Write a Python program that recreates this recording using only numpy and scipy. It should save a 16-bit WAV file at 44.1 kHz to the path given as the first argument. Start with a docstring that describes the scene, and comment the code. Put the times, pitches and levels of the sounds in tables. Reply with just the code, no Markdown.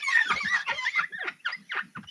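"""Gliding, overlapping squeaks over a hiss: a wipe is rubbed hard back and forth on a glass mat.
Stick-slip friction under several fingertips makes the squeaks, each a harmonic series on its slip rate.
Where the hand turns, the slips lose their period and break into coarse chatter. Sliding fibres
make the hiss, the table thuds under the strokes, and a small room adds a short reverberation."""
import sys
import numpy as np
from scipy import signal
from scipy.fft import rfft, irfft, next_fast_len
from scipy.io import wavfile
from scipy.ndimage import uniform_filter1d, map_coordinates

SR = 44100
rng = np.random.default_rng(int(sys.argv[2]) if len(sys.argv) > 2 else 0)


def bounce(signal):
    """Save signal as a 16-bit WAV file at the path given by the first command-line argument."""
    frames = np.transpose(np.atleast_2d(signal))
    limited = np.clip(frames, -1, 1)
    pcm = np.round(limited * 32767).astype(np.int16)
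    wavfile.write(sys.argv[1], SR, pcm)


N = 92610
TOP_HZ = 13400  # upper band limit


def amp(db):
    """Amplitude ratio of a level in decibels."""
    return 10 ** (np.asarray(db) / 20)


def unit(x):
    """Normalisation to rms 1."""
    return x / np.sqrt(np.mean(x ** 2) + 1e-20)


def along(points, hz):
    """Interpolation of (frequency, value) points on a logarithmic frequency axis."""
    f, v = np.transpose(points)
    return np.interp(np.log(hz + 1e-6), np.log(f), v)


def wobble(per_s, size):
    """Smooth random modulation: a spline through per_s Gaussian knots a second."""
    return map_coordinates(rng.standard_normal(6000), [np.arange(size) * per_s / SR], mode="mirror")


def filtered(x, response):
    """Linear filtering: the spectrum of x times a frequency response."""
    m = next_fast_len(len(x) + 8192)
    return irfft(rfft(x, m) * response(np.fft.rfftfreq(m, 1 / SR)), m)[:len(x)]


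def noise(spectrum):
    """Spectral shaping of white noise, at rms 1."""
    return unit(filtered(rng.standard_normal(N), lambda hz: amp(along(spectrum, hz))))


def swell(peak_s, rise, fall):
    """Transient envelope: a Gaussian rise to 1 and a longer-tailed decay."""
    t = np.arange(N) / SR - peak_s
    return np.exp(-np.where(t < 0, (t / rise) ** 2, np.abs(t / fall) ** 1.26))


def band(shape, centre_hz, x, envelope):
    """Band-pass filtering of a burst of x, scaled to the energy of its envelope."""
    burst = filtered(x * envelope, lambda hz: amp(along(shape, hz / centre_hz)))
    return burst * np.linalg.norm(envelope) / np.linalg.norm(burst)


# Spectrum of the noise floor: (frequency [Hz], relative level [dB])
FLOOR_SPECTRUM = [(25, -38), (60, -19), (100, -12), (170, 1), (260, -2), (450, -14.5), (1000, -17),
                  (2000, -3.5), (3500, -29), (6000, -15.5), (7400, -19), (8200, -25.5), (9600, -10.5),
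                  (11500, -20), (13200, -33)]

def noise_floor(level_db=-66.5):
    """Stationary coloured noise, faint beneath the scene."""
    return amp(level_db) * noise(FLOOR_SPECTRUM)


# Decay of the room: (frequency [Hz], reverberation time T60 [s])
ROOM_DECAY = [(150, 0.14), (1000, 0.12), (3000, 0.28), (10000, 0.073)]

def room(x, tail_db=-17, early_db=-7.5, early_s=.014):
    """Convolution with early reflections off near surfaces and an exponentially decaying diffuse tail."""
    hz, t, spectra = signal.stft(rng.standard_normal(SR // 2), SR, nperseg=256)
    decay = amp(-60 * t / along(ROOM_DECAY, hz)[:, None])
    tail = signal.istft(spectra * decay, SR, nperseg=256)[1]
    response = np.pad(amp(tail_db) * tail / np.linalg.norm(tail), (200, 0))
    delays = (early_s * SR * rng.uniform(.15, 1, 8)).astype(int)
    response[delays] += amp(early_db) * rng.choice([-1, 1], 8) / np.sqrt(8)
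    return x + signal.fftconvolve(x, response)[:N]


# Shudders of the table: (peak time [s], level [dB], rise [s], fall [s], pitch [Hz])
TABLE_THUDS = [(0.276, -52, 0.017, 0.009, 283), (0.306, -41, 0.0081, 0.0087, 328),
               (0.339, -44.5, 0.009, 0.014, 177), (.355, -53.5, 0.014, 0.016, 72),
               (0.371, -48, .025, 0.024, 557), (0.453, -45.5, .017, 0.021, 195),
               (.47, -52, .015, 0.0074, 96), (.55, -61.5, .05, 0.046, 160),
               (0.701, -52.5, 0.0055, 0.017, 300), (.735, -54, 0.018, 0.018, 142),
               (.755, -61.5, .025, 0.02, 70), (1.001, -57, .012, 0.032, 162),
               (1.121, -58.5, 0.016, .012, 380), (1.148, -58.5, .02, 0.013, 172),
               (1.3, -58.5, .02, 0.018, 277), (1.344, -64, 0.045, .025, 180),
               (1.604, -58.5, 0.037, 0.046, 195), (1.857, -53.5, 0.026, 0.031, 198),
               (1.982, -40.5, 0.013, .011, 181.6), (2.013, -50.5, 0.029, 0.014, 178),
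               (2.06, -55, 0.036, 0.015, 112)]
# Spectrum of a thud: (frequency / pitch [ratio], relative level [dB])
THUD_SPECTRUM = [(.1, -36), (.35, -26.5), (.65, -11), (1, 2), (1.5, -9.5), (2.5, -26), (6, -47.5),
                 (20, -79.5)]

def thud(peak_s, db, rise, fall, hz):
    """Forced vibration of mat and table under the hand: a short burst of low noise round one pitch."""
    return amp(db) * band(THUD_SPECTRUM, hz, rng.standard_normal(N), swell(peak_s, rise, fall))


# Course of the hiss, before its trim: (time [s], level [dB])
HISS_LEVELS = [(0.005, -46.5), (0.07, -57), (0.115, -38.5), (0.185, -46.5), (0.24, -47.5), (0.29, -52),
               (0.315, -45), (0.35, -44), (0.41, -49.5), (0.45, -47), (0.5, -52), (0.57, -42.5),
               (0.621, -49.5), (0.655, -78), (0.695, -45), (0.73, -56), (0.81, -54.5), (0.871, -41.5),
               (0.92, -56), (0.988, -46), (1.03, -64), (1.08, -74), (1.24, -81), (1.285, -58), (1.33, -71),
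               (1.43, -73.5), (1.479, -65.5), (1.6, -68.5), (1.68, -68.5), (1.722, -60), (1.79, -64.8),
               (1.85, -66.5), (2.02, -79), (2.04, -62), (2.06, -77), (2.1, -65)]
# Spectrum of cloth sliding on glass: (frequency [Hz], relative level [dB])
CLOTH_SPECTRUM = [(60, -50), (300, -32), (700, -8.5), (1200, 0), (2500, 3), (4000, 3.5), (5800, 0),
                  (7200, -17.5), (10000, -20), (13000, -9)]

def hiss(trim_db=3, streak_db=6, flicker_db=1.9):
    """Friction noise: fibres drag over the glass in brief streaks of unequal pitch."""
    times, db = np.transpose(HISS_LEVELS)
    spectra = signal.stft(noise(CLOTH_SPECTRUM), nperseg=512)[2]
    streaks = uniform_filter1d(rng.standard_normal(spectra.shape), 3, axis=0)  # across frequency
    streaks = uniform_filter1d(streaks, 6, axis=1)  # along time
    drag = unit(signal.istft(spectra * amp(streak_db * unit(streaks)), nperseg=512)[1][:N])
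    level_db = np.interp(np.arange(N) / SR, times, db) + trim_db
    return amp(level_db + flicker_db * wobble(300, N)) * drag


# Bursts of irregular slipping: (peak time [s], level [dB], rise [s], fall [s], centre [Hz])
CHATTER_BURSTS = [(.182, -35.5, 0.02, 0.037, 1840), (.314, -26.5, 0.014, 0.026, 1220),
                  (0.366, -42, 0.011, .05, 1830), (0.566, -35.5, 0.033, 0.04, 1600),
                  (.7, -30.5, 0.021, 0.026, 1554), (0.991, -30.5, 0.0099, 0.025, 1584),
                  (1.256, -37.5, 0.023, 0.032, 1490), (1.283, -28.5, 0.009, 0.011, 1760),
                  (1.491, -35.5, 0.013, 0.025, 1620), (1.747, -34.5, 0.015, 0.015, 1580),
                  (1.774, -31.5, 0.018, .024, 1510), (1.977, -45, 0.012, 0.014, 1650),
                  (2.045, -50, 0.0097, 0.0041, 1100), (2.098, -56, .012, .02, 2600)]
# Spectrum of the slips: (frequency / centre [ratio], relative level [dB])
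SLIP_SPECTRUM = [(.03, -67), (.1, -41), (.25, -22.5), (.45, -13.5), (.7, -4.5), (1, -0.5), (1.4, 0.5),
                 (2, -16.5), (4, -42), (8, -59.5)]

def chatter(peak_s, db, rise, fall, centre_hz, slips_per_s=1100, scatter_db=4, damping_s=0.00099):
    """Aperiodic stick-slip: impulses of uneven size and spacing each excite a damped tick."""
    times = peak_s - .15 + np.cumsum(rng.uniform(.3, 1.7, 500)) / slips_per_s
    sizes = amp(scatter_db * rng.standard_normal(len(times)))
    slips = np.bincount(np.abs(times * SR).astype(int), sizes, N)[:N]
    t = np.arange(300) / SR
    tick = rng.standard_normal(len(t)) * np.exp(-t / damping_s)
    ticks = signal.fftconvolve(slips - slips.mean(), tick)[:N]
    return amp(db) * band(SLIP_SPECTRUM, centre_hz, ticks, swell(peak_s, rise, fall))


JITTER, RASP_DB, SHIMMER_DB = 0.051, -10.5, 9.5  # modulation depths at full roughness
JITTER_PER_S, RASP_PER_S, SHIMMER_PER_S = 640, 1100, 257.7
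# Harmonics above the second weaken as the hand eases off: (squeak onset [s], gain [dB])
BRIGHTNESS = [(0, 1.5), (.6, 0.5), (1.05, 0.5), (1.25, -3), (1.5, -1), (2, -4.5)]
# Squeaks: (roughness [0-1], overtone roll-off [dB/octave], path). Points of a path:
# (time [s], slip rate [Hz], fundamental level [dB], second harmonic level before its trim [dB])
SQUEAK_GLIDES = [ (0.3, 0.33, [(0.026, 2318, -35, -73), (0.032, 2329, -32.5, -54),
                 (0.094, 2117, -28.5, -45.5), (0.1, 2018, -30, -57)]), (.15, 10, [(0.03, 1200, -42.5, -68),
                 (0.058, 1086, -64, -64), (0.086, 1061, -29, -32.5), (0.115, 1120, -34, -49)]),
                 (0.46, 7.1, [(0.1, 2094, -33, -47), (0.132, 1919, -28, -46.5), (0.15, 1793, -23, -48),
                 (0.174, 1846, -19.5, -47.5), (0.178, 1944, -32.5, -65), (0.195, 1872, -18, -62)]),
                 (0.14, 16.3, [(0.195, 1870, -31.5, -46), (0.217, 1796, -23, -39),
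                 (0.227, 1707, -29.5, -40.5), (0.256, 1764, -31, -58)]), (0.04, 4.4, [(.25, 3570, -43, -75),
                 (.27, 3460, -43.5, -55), (.295, 3285, -33.5, -46), (.306, 3050, -36, -65)]),
                 (0.62, 20, [(.305, 2470, -31, -53), (.316, 2205, -27, -54), (.334, 2060, -38.5, -58)]),
                 (0.12, 19, [(.742, 3145, -45, -61), (.765, 3230, -42, -60), (.795, 3054, -46.5, -50)]),
                 (.12, 20, [(.45, 4890, -50.5, -69), (.485, 5380, -46, -69), (.52, 5900, -56, -71)]),
                 (0.32, 14, [(1.272, 1104, -41, -41), (1.284, 1441, -31.5, -45), (1.292, 1520, -53, -53)]),
                 (0.05, 22.5, [(.004, 1700, -43.5, -94), (.028, 1758, -45.5, -32)]),
                 (0.076, 33, [(.57, 3350, -61, -64), (.605, 3280, -66, -71), (.626, 3700, -44.5, -69),
                 (.637, 3220, -55, -75)]), (0.3, 18, [(.9, 3480, -63, -54), (.938, 3610, -48, -76),
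                 (.95, 3100, -50, -62)]), (0.23, 3, [(1.742, 798, -52, -64), (1.755, 404, -50.5, -42),
                 (1.767, 355, -44, -48), (1.778, 493, -57.5, -35)]), (0.35, 0.5, [(0.17, 958, -39.5, -64),
                 (0.2, 1023, -45, -65), (0.214, 878, -41.5, -77), (0.24, 877, -57.5, -65)]),
                 (0.28, 11.8, [(0.255, 1507, -40, -66), (0.271, 1483, -35, -55), (0.285, 1586, -33, -68),
                 (0.295, 1350, -36, -63), (0.303, 1268, -24.5, -37), (0.321, 1132, -35.5, -38),
                 (0.343, 1280, -33, -40)]), (0.1, 17, [(0.355, 2164, -58, -63), (0.361, 2105, -32, -42),
                 (0.399, 2320, -33.5, -52), (0.413, 2340, -31, -45.5), (0.447, 2080, -35.5, -41.5)]),
                 (0.22, 4.6, [(0.4, 1211, -57, -77), (0.408, 1175, -36, -71), (0.462, 1059, -61.5, -58),
                 (0.52, 1221, -42, -64), (0.554, 1046, -42.5, -43), (0.588, 1150, -50, -79),
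                 (0.6, 1098, -55, -55)]), (0.32, 17.2, [(0.448, 1710, -34.5, -51),
                 (0.466, 1728, -21.5, -45), (0.486, 1850, -37, -37), (0.518, 1980, -29, -44.5),
                 (0.552, 1919, -23, -47.5), (0.56, 1879, -25.5, -64), (0.572, 1644, -34, -41),
                 (0.588, 1670, -35, -41), (0.606, 1640, -33.5, -39.5), (0.635, 1842, -46, -71)]),
                 (0.22, 14, [(0.645, 2550, -58, -92), (0.669, 2690, -35, -55), (0.688, 2940, -44, -48)]),
                 (0.18, 27, [(0.665, 1142, -48, -86), (0.685, 1060, -36.5, -28), (0.701, 896, -27.5, -32),
                 (0.72, 951, -41, -28.5)]), (0.62, 9.8, [(0.72, 564.4, -38, -57),
                 (0.754, 577, -51.5, -47.5), (0.795, 630, -54.5, -59)]),
                 (0.072, 14.1, [(0.745, 1066, -70, -39), (0.759, 1084, -59, -47), (0.783, 1031, -55, -32),
                 (0.805, 1011, -48, -37), (0.845, 1017, -33.5, -37), (0.861, 872, -49, -49),
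                 (0.885, 1061, -43.5, -35)]), (0.29, 21, [(0.852, 1690, -29, -33.5),
                 (0.87, 1850, -25.5, -43.5), (0.88, 1982, -26, -83), (0.9, 2340, -40, -73),
                 (0.91, 2480, -53, -59)]), (0.33, 7.7, [(0.928, 2196, -44, -74), (0.946, 2156, -34.5, -89),
                 (0.966, 2075, -29, -46.5), (0.994, 2098, -27, -84)]),
                 (0.43, 19, [(0.955, 1153, -43.5, -56), (0.973, 1362, -42, -70), (0.995, 1411, -24.5, -63),
                 (1.007, 1206, -34, -33), (1.028, 1145, -46.5, -55)]), (0.14, 22, [(1.025, 1676, -34, -81),
                 (1.035, 1722, -28, -43), (1.049, 1990, -30, -54), (1.058, 2050, -51, -84)]),
                 (0.19, 38, [(1.124, 1670, -43, -57), (1.14, 1743, -34, -61), (1.16, 1865, -42, -43),
                 (1.184, 1640, -38, -53.5), (1.2, 1420, -44.5, -52)]), (0.27, 46, [(1.192, 2103, -45, -64),
                 (1.218, 1727, -30.5, -43), (1.234, 1610, -37, -46), (1.243, 1580, -48, -61)]),
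                 (0.13, 9, [(1.185, 747, -57, -57), (1.215, 744, -45, -75), (1.235, 495, -50.5, -71),
                 (1.261, 339, -40.5, -56), (1.272, 360, -46, -73)]), (.1, 20, [(1.388, 2500, -74, -81),
                 (1.408, 2700, -49.5, -87), (1.411, 2900, -80, -106)]),
                 (0.26, 23, [(1.447, 1874, -44.5, -76), (1.457, 1689, -34, -35.5), (1.465, 1519, -24, -31),
                 (1.475, 1370, -32.5, -36), (1.497, 1272, -38, -62)]),
                 (0.069, 9.9, [(1.522, 2035, -51, -65), (1.528, 1870, -32.5, -56),
                 (1.553, 2110, -36.5, -93)]), (0.031, 20, [(1.518, 4720, -45, -78),
                 (1.534, 4980, -36.5, -78), (1.55, 5047, -63, -83)]), (.25, 30, [(1.695, 2272, -41, -89),
                 (1.708, 2063, -39.5, -56), (1.717, 1825, -33.5, -38.5), (1.724, 1483, -32.5, -30),
                 (1.737, 1297, -42, -42), (1.75, 1010, -64, -47)]), (0.55, 30, [(1.77, 921, -42.5, -46),
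                 (1.788, 1310, -33, -33.5), (1.805, 1745, -31.5, -53), (1.812, 1800, -29, -50)]),
                 (0.31, 14, [(1.952, 1532, -45, -78), (1.962, 1420, -38.5, -52), (1.97, 1255, -38, -48),
                 (1.98, 893, -46, -75)]), (0.93, 9.6, [(2.03, 1610, -54, -64), (2.042, 1603, -49, -63.5),
                 (2.052, 1540, -74, -83)]), (0.14, 20, [(2.074, 2853, -49.5, -54.5),
                 (2.092, 3046, -40, -74), (2.1, 3020, -42, -73)]), ]

def squeak(roughness, rolloff_db, path, overtone_trim_db=-1.5, wander_db=4.5, edge_s=.004):
    """Periodic stick-slip of one patch of cloth; roughness modulates its frequency and amplitude."""
    times, slip_hz, db, second_db = np.transpose(path)
    start_s, end_s = times[0] - edge_s, times[-1] + edge_s
    first, last = max(0, int(start_s * SR)), min(N, int(end_s * SR))
    t = np.arange(first, last) / SR
    n = len(t)

    def rasp():
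        """Fast amplitude modulation puts sidebands round a partial."""
        return 1 + roughness * amp(RASP_DB) * wobble(RASP_PER_S, n)

    pitch = np.interp(t, times, slip_hz) * (1 + roughness * JITTER * wobble(JITTER_PER_S, n))
    phase = 2 * np.pi * np.cumsum(pitch) / SR
    wave = amp(np.interp(t, times, db)) * rasp() * np.sin(phase)
    overtone = amp(np.interp(t, times, second_db) + overtone_trim_db)
    bright_db = np.interp(times[0], *np.transpose(BRIGHTNESS))
    for k in range(2, 9):
        gain = amp((k > 2) * bright_db - rolloff_db * np.log2(k / 2))
        wander = unit(amp(wander_db * wobble(38.9, n)))
        wave += overtone * gain * wander * rasp() * (k * pitch < TOP_HZ) * np.sin(k * phase)
    shimmer = unit(amp(roughness * SHIMMER_DB * np.minimum(wobble(SHIMMER_PER_S, n), 1)))
    ramp = np.clip(np.minimum(t - start_s, end_s - t) / (2 * edge_s), 0, 1)
    fade = np.sin(ramp * np.pi / 2) ** 2
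    return np.pad(np.sqrt(2) * wave * shimmer * fade, (first, N - last))


def scene():
    """Superposition of the friction sounds and the table's thuds in the room."""
    squeaks = sum(squeak(*row) for row in SQUEAK_GLIDES)
    chatters = sum(chatter(*row) for row in CHATTER_BURSTS)
    rubbing = squeaks + chatters + hiss()
    thuds = sum(thud(*row) for row in TABLE_THUDS)
    return room(rubbing + thuds)[None]


# Response of a desk microphone, with a dip in the treble: (frequency [Hz], gain [dB])
MICROPHONE_RESPONSE = [(25, -14), (45, -5), (62, 4), (7000, 0), (7600, -3), (8200, -16.5), (9000, 0.5),
                       (10000, -5), (12000, -18), (13300, -37)]

def record(dry):
    """Transduction: the microphone colours the sound, a noise floor adds to it, and the band is limited."""
    heard = filtered(dry[0], lambda hz: amp(along(MICROPHONE_RESPONSE, hz))) + noise_floor()
    return filtered(heard, lambda hz: hz < TOP_HZ)[None]


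dry = scene()
out = record(dry)
bounce(out)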